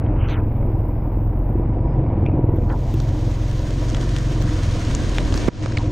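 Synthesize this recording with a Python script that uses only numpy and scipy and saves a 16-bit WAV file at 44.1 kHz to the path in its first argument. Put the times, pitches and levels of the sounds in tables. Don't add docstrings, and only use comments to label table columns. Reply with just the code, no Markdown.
import sys
import numpy as np
from scipy import signal
from scipy.fft import rfft, irfft, next_fast_len
from scipy.io import wavfile
from scipy.ndimage import uniform_filter1d, map_coordinates

SR = 44100
rng = np.random.default_rng(int(sys.argv[2]) if len(sys.argv) > 2 else 0)


def field_ratio(decibels):
    return 10 ** (np.asarray(decibels, dtype=float) / 20)


def output_pcm(signal):
    pcm = np.clip(np.atleast_2d(signal).T, -1, 1) * 32767
    wavfile.write(sys.argv[1], SR, np.round(pcm).astype(np.int16))


N = 261041
DUCK_S = 5.486


def unit(x):
    return x / np.sqrt(np.mean(x ** 2) + 1e-20)


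def along(points, hz):
    f, v = np.transpose(points)
    return np.interp(np.log(hz + 1), np.log(f + 1), v)


def curves(rows):
    s, *cols = np.vstack(rows).T
    return [np.interp(np.arange(N) / SR, s, c) for c in cols]


def wobble(rate):
    knots = rng.standard_normal(int(N * rate / SR) + 4)
    return map_coordinates(knots, [np.arange(N) * rate / SR])


def filtered(x, response):
    m = next_fast_len(N + SR // 2)
    return irfft(rfft(x, m) * response(np.fft.rfftfreq(m, 1 / SR)), m)[..., :N]


def rush(spectrum, patchy_db, spiky_db, channels=2):
    z = signal.stft(rng.standard_normal((channels, N)), nperseg=512)[2]
    field = uniform_filter1d(rng.standard_normal(z.shape[1:]), size=6, axis=0)
    field = uniform_filter1d(field, size=10, axis=1)
    x = signal.istft(z * field_ratio(patchy_db * unit(field)), nperseg=512)[1][:, :N]
    return unit(filtered(x * field_ratio(spiky_db * wobble(250)), lambda hz: field_ratio(along(spectrum, hz))))


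def spread(pair, side_db):
    return pair[0] + field_ratio(side_db) * pair[1] * [[1], [-1]]


# centre in Hz, width in Hz, level in dB.
PIPE = [(116, 42, -9), (308, 26, -5), (496, 53, -17.5), (778, 110, -23.5), (968.5, 16, -20)]


def frame(f):
    return sum((-1) ** k * field_ratio(db) * 1j * f * w / (c * c - f * f + 1j * f * w)
               for k, (c, w, db) in enumerate(PIPE))


# time in seconds, firing rate in Hz, shaft shake in dB, load in dB.
ENGINE = [(0.0, 21.6, -42, -30), (0.1, 21.24, -19.5, -31.5), (0.32, 21.23, -25.5, -31),
          (0.64, 21.32, -25, -30), (0.96, 21.51, -25.5, -32.5), (1.55, 21.71, -20.5, -32),
          (1.99, 22.32, -23.5, -27.5), (2.37, 22.12, -32, -28), (2.46, 21.61, -29.5, -27.5),
          (2.58, 21.17, -23.5, -29), (2.8, 21.8, -24.5, -31.5), (3.54, 21.65, -24.5, -34.5),
          (3.94, 22.36, -23, -31.5), (4.23, 22.7, -22.5, -33), (4.71, 20.82, -26.5, -31.5),
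          (4.82, 20.9, -30.5, -33.5), (5.14, 21.05, -21, -30.5), (5.46, 20.85, -25, -27.5)]
# multiple of the firing rate, level in dB.
ORDER = [(1, -8.5), (3, -14.5), (4, -4.5), (5, -2), (6, -5.5), (7, -15)]
# time in seconds, strength in dB, lean in dB taken from orders below 5 and given to
EXHAUST = [(0, -28.5, -5.5), (.1, -27, 0.5), (.4, -24, -2.5), (1.4, -28, -2), (1.8, -31, 3),
           (1.99, -27.5, 8.5), (2.17, -25.5, -3.5), (2.36, -22.5, 0.5), (2.48, -23.5, 3), (2.6, -26, -4),
           (2.8, -24.5, 1.5), (3.43, -25.5, 0.5), (4.2, -27.5, 2), (4.8, -26.5, -2.5), (5.26, -38, -0.5),
           (5.44, -29, 1), (5.9, -20, 2.5)]
# centre in seconds, half length in seconds, depth in dB, felt in part by the frame.
EASES = [
    (2.369, 0.2, 2.5),
    (5.247, 0.26, 3),
]
# frequency in Hz, level in dB per Hz.
SEALED = [(15, -13), (28, -9.5), (60, -5), (110, -5.5), (170, -13.5), (320, -16), (410, -23.5), (620, -24),
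          (1000, -30.5), (1400, -48), (2300, -48), (3300, -63), (4800, -73.5), (6500, -84.5), (9000, -120)]
# time in seconds, share free of water from 0 to 1.
CLEAR = [
    (2.5, 0.2),
    (3.25, 0.27),
    (3.45, 0.94),
]
EXHAUST_DB, FRAME_DB = -22, 2.5
EASE_FRAME = 0.46


def engine():
    t = np.arange(N) / SR
    hz, shaft_db, load_db = curves(ENGINE)
    exhaust_db, lean_db = curves(EXHAUST)
    exhaust_db = EXHAUST_DB + 0.76 * (exhaust_db - exhaust_db.mean())
    ease_db = sum(db * np.exp(-((t - s) / half) ** 4) for s, half, db in EASES)
    frame_db = load_db + FRAME_DB - EASE_FRAME * ease_db
    turn = np.cumsum(hz) / SR

    shaft = np.cos(4 * np.pi * turn + 0.21 * wobble(6.4))
    shaft = np.sqrt(2) * field_ratio(shaft_db + 0.27 * wobble(21)) * shaft
    orders = np.zeros(N)
    for k, db in ORDER:
        level = field_ratio(db + lean_db * np.clip(k - 5, -1, 1) + 1.8 * wobble(6))
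        orders += level * np.cos(2 * np.pi * k * turn + 0.3 * (k - 4) ** 2 + 0.55 * wobble(5))

    def radiated(f):
        return frame(f) * (f / 200) ** 2 / (1 + (f / 200) ** 2)

    firings = np.diff(np.floor(turn + 0.0054 * wobble(19)), prepend=0) * field_ratio(0.41 * wobble(25))
    beat = filtered(firings, lambda f: radiated(f) / (1 + 1j * f / 450) ** 3)
    gate = field_ratio(0.5 * np.cos(2 * np.pi * turn) + 2.0 * wobble(30))
    puffs = filtered(gate * rng.standard_normal(N), lambda f: radiated(f) / (1 + (f / 1200) ** 6))
    roar = rush(SEALED, patchy_db=0.84, spiky_db=1.6, channels=1)[0]
    roar = roar * field_ratio(0.86 * wobble(4.46) + 0.81 * np.cos(4 * np.pi * turn))

    body = field_ratio(frame_db - 10.0) * unit(beat) + field_ratio(frame_db - 4.5) * unit(puffs)
    body += field_ratio(0.61 * frame_db - 6.5) * unit(roar)
    notch = filtered(body, lambda f: 0.89 * np.exp(-((f - 830) / 85) ** 2))
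    dry_share = np.clip(curves(CLEAR)[0], 0, 1)
    return shaft + field_ratio(exhaust_db - 0.5) * unit(orders) + body - dry_share * notch


# centre in seconds, half length in seconds, frequency in Hz, width in Hz, level in dB.
SLURPS = [(0.24, 0.033, 2540, 700, -43.5), (0.286, 0.007, 5900, 350, -60), (0.314, 0.013, 6100, 260, -57.5),
          (5.545, .03, 2970, 3240, -40), (2.276, .013, 2550, 330, -46), (2.325, .01, 2350, 280, -54),
          (5.7745, .0016, 3000, 2000, -39), (5.486, 0.0039, 880, 1600, -24), (1.2, 1.5, 7800, 150, -92.5),
          (5.803, 0.012, 920, 205, -30), (2.73, 0.022, 914, 170, -33.5),
          (5.6612, 0.00045, 1300, 1000, -17.5), (5.7222, 0.0009, 1400, 690, -29),
          (0.25, 0.054, 1200, 520, -42), (0.7, 0.57, 5100, 650, -79.5), (1.85, 0.27, 5040, 450, -77.5)]
# centre in seconds, half length in seconds, frequency in Hz, width in Hz, level in dB.
TICKS = [
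    (.065, .0018, 1800, 1600, -43),
    (.288, .0012, 2900, 1700, -41),
    (.299, .0012, 5900, 1800, -50),
    (.402, .0014, 2400, 900, -47),
    (2.2635, .0012, 2600, 850, -31),
    (2.2625, .0006, 10000, 1500, -65),
    (2.695, .001, 4200, 1000, -49),
    (2.263, .0013, 5300, 970, -57),
    (2.575, .0015, 2700, 900, -56),
    (2.703, .0018, 2700, 1000, -43),
]
FLICKER_DB = 3


def slurps():
    out, flicker = np.zeros(N), field_ratio(FLICKER_DB * wobble(14))
    for s, half, hz, width_hz, db in SLURPS + TICKS:
        first = max(0, int((s - 4 * half) * SR) - 512)
        last = min(N, int((s + 4 * half) * SR) + 512)
        span = np.arange(first, last)
        white = rng.standard_normal(len(span))
        f = np.fft.rfftfreq(len(span), 1 / SR)
        band = irfft(rfft(white) * np.exp(-((f - hz) / width_hz) ** 4), len(span))
        swell = np.exp(-((span / SR - s) / half) ** 2 / 2)
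        if half > 0.2:
            swell = swell * flicker[span]
        out[span] += field_ratio(db) * unit(swell * band) * np.sqrt(np.mean(swell ** 2))
    return out


def rain_patter():
    return 0.3 * wobble(5.8) + 0.93 * wobble(45)


# start in seconds, rise in seconds, end in seconds, fall in seconds.
FIZZ = [
    (.03, 0.28, 1.6, 0.14),
    (2.2, 0.35, 5.478, .012),
]
# frequency in Hz, level in dB per Hz.
TOP = [(10300, -60), (10900, -46.5), (11400, -10), (12200, 3.5), (13200, -8), (14200, 0), (15700, -8),
       (15900, -31.5)]
PORTS_DB = [
    [6],
    [-3],
]
FIZZ_DB, MUFFLED_DB = -68, 17


def fizz(patter):
    t = np.arange(N) / SR
    bare = sum(np.clip(np.minimum((t - s) / rise, 1 - (t - end) / fall), 0, 1)
               for s, rise, end, fall in FIZZ)
    level_db = FIZZ_DB - MUFFLED_DB * (1 - bare) + patter + PORTS_DB
    return field_ratio(level_db) * rush(TOP, patchy_db=0.6, spiky_db=1.2)


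# start in seconds, peak in dB.
KNOCKS = [(.061, -23), (.128, -26), (.238, -28.5), (.68, -30), (.876, -25.5), (1.451, -28), (1.627, -27.5),
          (1.784, -25), (1.891, -25.5), (2.069, -29.5), (2.94, -29), (3.0, -27.5), (3.11, -25.5),
          (3.23, -32), (5.694, -36)]
KNOCK_HZ, KNOCK_S = 640, 0.033


def knocks():
    out, t = np.zeros(N + SR), np.arange(SR // 25) / SR
    for (s, db), shift in zip(KNOCKS, rng.normal(0, 0.1, (len(KNOCKS), 2))):
        ring = np.sin(2 * np.pi * KNOCK_HZ * (1 + shift[0]) * t)
        ring += 0.65 * np.sin(2 * np.pi * 1.4 * KNOCK_HZ * (1 + shift[1]) * t)
        out[round(s * SR):][:len(t)] += field_ratio(db - 60 * t / KNOCK_S) * ring
    return filtered(out[:N], lambda f: 1 / (1 + 1j * f / 1500) ** 6)


# start in seconds, peak in dB.
SPECKS = [(0.2387, -58), (0.57, -52.5), (0.885, -52.5), (1.3904, -50), (1.464, -54.5), (1.496, -55),
          (2.2031, -63.5), (2.5606, -50.5), (2.9398, -43.5), (3.021, -52), (4.421, -39.5), (4.9496, -64),
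          (5.183, -49.5), (5.36, -44), (5.373, -52.5), (5.481, -42.5)]
SPLAT_S = 0.0012


def specks():
    out, t = np.zeros(N + SR), np.arange(SR // 40) / SR
    for s, db in SPECKS:
        burst = field_ratio(db + 12 - 60 * t / 0.006) * rng.standard_normal(len(t))
        out[round((s + SPLAT_S) * SR):][:len(t)] += burst
    return filtered(out[:N], lambda hz: field_ratio(along(TOP, hz))) * field_ratio([[4], [-5]])


# start in seconds, loudest moment in seconds, end in seconds,
# top frequency in Hz, final top frequency in Hz, level in dB.
SWEEPS = [
    (.28, .29, .42, 4550, 1100, -34),
    (2.682, 2.706, 2.742, 2070, 1520, -32),
]
DRAIN_HOLD = 0.24


def draining():
    hz, t, z = signal.stft(rng.standard_normal(N), SR, nperseg=256)
    hz = hz[:, None]
    gain = np.zeros(z.shape)
    for start, loud, end, top_hz, last_hz, db in SWEEPS:
        held = loud + DRAIN_HOLD * (end - loud)
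        edge = np.interp(t, [start, loud, held, end], [0.85 * top_hz, top_hz, top_hz, last_hz],
                         left=min(0.79 * top_hz, 2900))
        swell = np.interp(t, [start, loud, held, end, end + 0.023], [0.11, 0.66, 0.76, 0.34, 0.018])
        gain += field_ratio(db + 13.5) * swell / (1 + (hz / edge) ** 30) / (1 + (hz / 2500) ** 2)
    return signal.istft(z * gain, SR, nperseg=256)[1][:N]


# time in seconds, peak in dB.
POPS = [(1.169, -21.5), (1.498, -21), (1.552, -17), (1.594, -17), (1.645, -22), (1.844, -26), (2.119, -24),
        (2.173, -18), (2.227, -18), (2.283, -15.5), (2.337, -18), (2.39, -14.5), (2.439, -15), (2.487, -17),
        (2.535, -17), (2.582, -19), (2.632, -21), (2.783, -28), (2.939, -21)]


def passing_bike():
    pops, t = np.zeros(N), np.arange(SR // 12) / SR - 0.004
    peak = (1 - (t / 0.0008) ** 2) * np.exp(-(t / 0.0008) ** 2 / 2)
    ring = 0.6 * np.cos(2 * np.pi * 103 * t) * field_ratio(-60 * t / 0.13)
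    ring += 0.4 * np.cos(2 * np.pi * 330 * t) * field_ratio(-60 * t / 0.09)
    pop = 0.8 * peak + ring * np.clip(1 + t / 0.002, 0, 1)
    for s, db in POPS:
        pops[round(s * SR):][:len(t)] += field_ratio(db + 3.5) * pop
    return filtered(pops, lambda f: 1 / (1 + (f / 3000) ** 8))


# time in seconds, level in dB.
RAIN = [(2.35, -91.5), (2.45, -91), (2.57, -66), (2.85, -53), (3.06, -50.5), (4.05, -44.5), (4.4, -44),
        (4.7, -42), (5.32, -41.5), (5.46, -39)]
SOAKED_DB, SOAK_S = 5.5, 0.32
FULL_RAIN_DB = -45


def rain_level():
    t = np.arange(N) / SR
    return curves(RAIN)[0] - SOAKED_DB * np.clip((t - DUCK_S) / SOAK_S, 0, 1)


# frequency in Hz, level in dB per Hz.
HISS = [(800, -87), (1500, -52.5), (3000, 2), (5000, -0.5), (6750, -0.5), (7300, -7), (8900, -10.5),
        (10000, -19), (11000, -22), (11500, -57)]
# frequency in Hz, level in dB.
WIDE = [(1500, 6.5), (4300, 1), (4900, -9.5), (7400, -17), (7800, 2), (11000, 9)]
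# time in seconds, level in dB.
WIDENS = [
    (2.6, -18.5),
    (3.1, -7),
]
# time in seconds, share from 0 to 1.
SOAKED = [
    (5.48, 0),
    (5.49, 0.7),
]


def rain_hiss(patter):
    trees = rush(HISS, patchy_db=0.2, spiky_db=1.0)
    trees[1] = filtered(trees[1], lambda hz: field_ratio(along(WIDE, hz)))
    hiss = field_ratio(rain_level() + patter) * spread(trees, curves(WIDENS)[0] - 2.0)
    lost_top = filtered(hiss, lambda hz: 1 / (1 + (8800 / (hz + 1)) ** 12))
    return hiss - np.clip(curves(SOAKED)[0], 0, 1) * lost_top


# frequency in Hz, level in dB per Hz.
SPRAY = [(300, -19.5), (600, -13), (840, -9.5), (972, -3), (1350, -4.5), (1700, -3.5), (2800, -9.5),
         (4500, -27), (9000, -57), (11000, -120)]
SPRAY_DB, SPRAY_GROWS = -43.5, 1.1


def tyre_spray(patter):
    opened = np.clip((np.arange(N) / SR - 2.5) / 0.3, 0, 1)
    spray_db = SPRAY_DB + SPRAY_GROWS * (rain_level() - FULL_RAIN_DB)
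    noise = spread(rush(SPRAY, patchy_db=1.0, spiky_db=0.2), curves(WIDENS)[0])
    return opened * field_ratio(spray_db + patter) * noise


# centre in seconds, half length in seconds, rise in dB.
GUSTS = [
    (4.035, 0.2, 9),
    (4.99, 0.099, 9.5),
    (5.54, 0.26, 9),
]
WIND_DB, WIND_GROWS = -47.5, 1.5


def port_wind():
    t = np.arange(N) / SR
    wind_db = WIND_DB + WIND_GROWS * (rain_level() - FULL_RAIN_DB)
    wind_db += sum(db * np.exp(-((t - s) / half) ** 2) for s, half, db in GUSTS)
    spectrum = [(15, -8.5), (40, -0.5), (80, -1.0), (250, -4.5), (500, -14.5), (1000, -26.0),
                (3000, -65.5), (6000, -120)]
    gusts = rush(spectrum, patchy_db=3.5, spiky_db=1.8, channels=1)
    return field_ratio(wind_db + 2.2 * wobble(12)) * gusts * [[1], [-1]]


# start in seconds, peak in dB, ring in Hz, left-right balance in dB.
DROPS = [(2.725, -38, 4220, -1.5), (2.8656, -35, 4970, 0), (3.0898, -31, 4000, 2), (3.344, -39, 3450, 0),
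         (3.908, -26, 4484, -2), (4.9969, -30, 3940, -1), (2.9399, -28.5, 2740, 1),
         (3.0005, -20.5, 4886, -1), (3.512, -34.5, 3583, 12), (3.5918, -31, 3328, -1),
         (3.706, -24, 3300, -2), (3.883, -26, 3350, 3), (3.8918, -23, 6596, -2), (3.8994, -20.5, 6405, -1),
         (3.946, -16, 3350, 1), (3.967, -25, 3020, 4), (4.011, -20.5, 3280, 1), (4.0906, -26, 4680, 4),
         (4.163, -15.5, 3100, 2), (4.184, -19.5, 7060, -1), (4.4153, -29, 4230, -9),
         (4.422, -27.5, 3176, 11), (4.5544, -29, 2892, -1), (4.632, -23, 4105, -1), (4.849, -22, 4800, 1.5),
         (4.9485, -9.5, 6605, 1.5), (5.0924, -25, 6840, 0), (5.1159, -23, 3115, -3.5),
         (5.3398, -12, 4990, -0.5), (5.375, -15, 5550, 1), (5.387, -40, 7150, -2), (5.4, -25, 4492, 0.5),
         (5.624, -24.5, 2930, 7), (5.631, -20, 3212, 1), (5.6594, -20.5, 4020, -4), (5.7697, -21, 2944, -9)]
# start in seconds, peak in dB, ring in Hz, left-right balance in dB.
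BLOBS = [
    (5.1821, -15.5, 2880, 2),
    (5.3235, -24, 3400, 5),
    (5.6361, -28, 3760, -9),
    (5.721, -23.5, 4100, 1.5),
    (5.783, -28, 4420, -1),
]
TAP_DB, THUD_DB = -0.5, 8
CRACK_DB, CRACK_GROWS = -43, 0.44
SMALL_HZ, SMALL_THINS = 3270, 0.42
STRIKE, STRIKE_S = 2.03, 0.00052


def drops():
    out, t = np.zeros((2, N + SR)), np.arange(SR // 40) / SR
    rise = 1 - np.exp(-t / 0.00015)
    for s, db, hz, pan_db, body_db in [(*d, TAP_DB) for d in DROPS] + [(*d, THUD_DB) for d in BLOBS]:
        noise = rng.standard_normal((4, len(t)))
        strike = STRIKE * np.cos(2 * np.pi * hz * t) * field_ratio(-60 * t / STRIKE_S)
        rough = 1 + 4.8 * uniform_filter1d(noise[1][::-1], size=16)
        ring = np.sin(2 * np.pi * hz * t) * rough * field_ratio(-60 * t / 0.012)
        dull = uniform_filter1d(noise[0], size=3) * field_ratio(-60 * t / 0.009)
        body = uniform_filter1d(noise[1], size=14) * field_ratio(body_db + 10.5 - 60 * t / 0.011)
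        tap = (0.72 * dull + 0.66 * body) * (SMALL_HZ / hz) ** SMALL_THINS
        crack_db = CRACK_DB + CRACK_GROWS * (db + 23) - db
        crack_db -= 28 * (s > DUCK_S)
        crack = np.diff(noise[2:], prepend=0) * field_ratio(crack_db + 13.0 - 60 * t / 0.0094)
        level = field_ratio(db - 4.5 + np.array([[pan_db], [-pan_db]]))
        drop = strike + rise * (0.44 * ring + tap + crack)
        out[:, round((s + SPLAT_S) * SR):][:, :len(t)] += level * drop
    return filtered(out[:, :N], lambda f: 1 / (1 + (f / 8800) ** 12))


# start in seconds, length in seconds, first frequency in Hz, last frequency in Hz, peak in dB.
BUBBLES = [
    (5.7722, .0054, 2500, 1850, -16),
    (5.7826, .0045, 3100, 4900, -28),
    (5.1832, .0017, 3300, 1300, -17),
]
BUBBLE_OVERTONE, BUBBLE_ROUGH = 0.25, 0.55


def bubbles():
    out = np.zeros(N + SR)
    for s, length, first_hz, last_hz, db in BUBBLES:
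        u = np.arange(SR // 20) / SR / length
        hz = first_hz * (last_hz / first_hz) ** np.minimum(u, 1)
        phase = 2 * np.pi * np.cumsum(hz) / SR
        shape = np.clip(u / 0.12, 0, 1) * np.clip((1 - u) / 0.35, 0, 1)
        uneven = 1 + BUBBLE_ROUGH * unit(uniform_filter1d(rng.standard_normal(len(u)), size=12))
        tone = np.sin(phase) + BUBBLE_OVERTONE * np.sin(2 * phase)
        out[round(s * SR):][:len(u)] += field_ratio(db) * shape * uneven * tone
    return filtered(out[:N], lambda f: 1 / (1 + (f / 7500) ** 8))


# start in seconds, first frequency in Hz, peak in dB.
SPLASH = [
    (5.482, 522.5, -7.5),
    (5.659, 784, -19),
]
SPLASH_SAG_S, SPLASH_TURNS = 0.0028, 2.15


def splash():
    out, t = np.zeros((2, N)), np.arange(SR // 50) / SR
    for s, hz, db in SPLASH:
        turns = hz * SPLASH_SAG_S * np.log(1 + t / SPLASH_SAG_S)
        swing = np.sin(np.pi * np.clip(turns / SPLASH_TURNS, 0, 1)) ** 0.55
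        thump = -np.sin(2 * np.pi * turns) * swing
        spatter = signal.fftconvolve(rng.standard_normal(len(t)), np.hanning(44) / 11, "same")
        spatter *= field_ratio(-60 * t / 0.03) * np.minimum(t / 0.001, 1) * np.hanning(2 * len(t))[len(t):]
        level = field_ratio(db + np.array([[-7], [2.5]]))
        out[:, round(s * SR):][:, :len(t)] += level * (thump + 1.76 * spatter)
    return out / ducking()


DUCK_DB, RECOVER_DB_PER_S, SETTLE_DB = 19.5, 101, -4


def ducking():
    t = np.arange(N) / SR
    back_db = np.minimum(RECOVER_DB_PER_S * (t - DUCK_S) - DUCK_DB, SETTLE_DB)
    return field_ratio(np.clip((t - DUCK_S) / 0.005, 0, 1) * back_db)


def scene():
    patter = rain_patter()
    ride = engine() + knocks() + passing_bike()
    film = slurps() + draining() + bubbles()
    weather = fizz(patter) + rain_hiss(patter) + tyre_spray(patter) + port_wind()
    return ride + film + weather + specks() + drops() + splash()


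def low_pass(x):
    return signal.sosfilt(signal.butter(12, 15840, fs=SR, output="sos"), x)


def record(dry):
    fade_in = np.minimum(0.5 + np.arange(N) / (0.0087 * SR), 1)
    mix = filtered(dry * ducking() * fade_in, lambda hz: hz < 15830)
    return low_pass(mix)


dry = scene()
out = record(dry)
output_pcm(out)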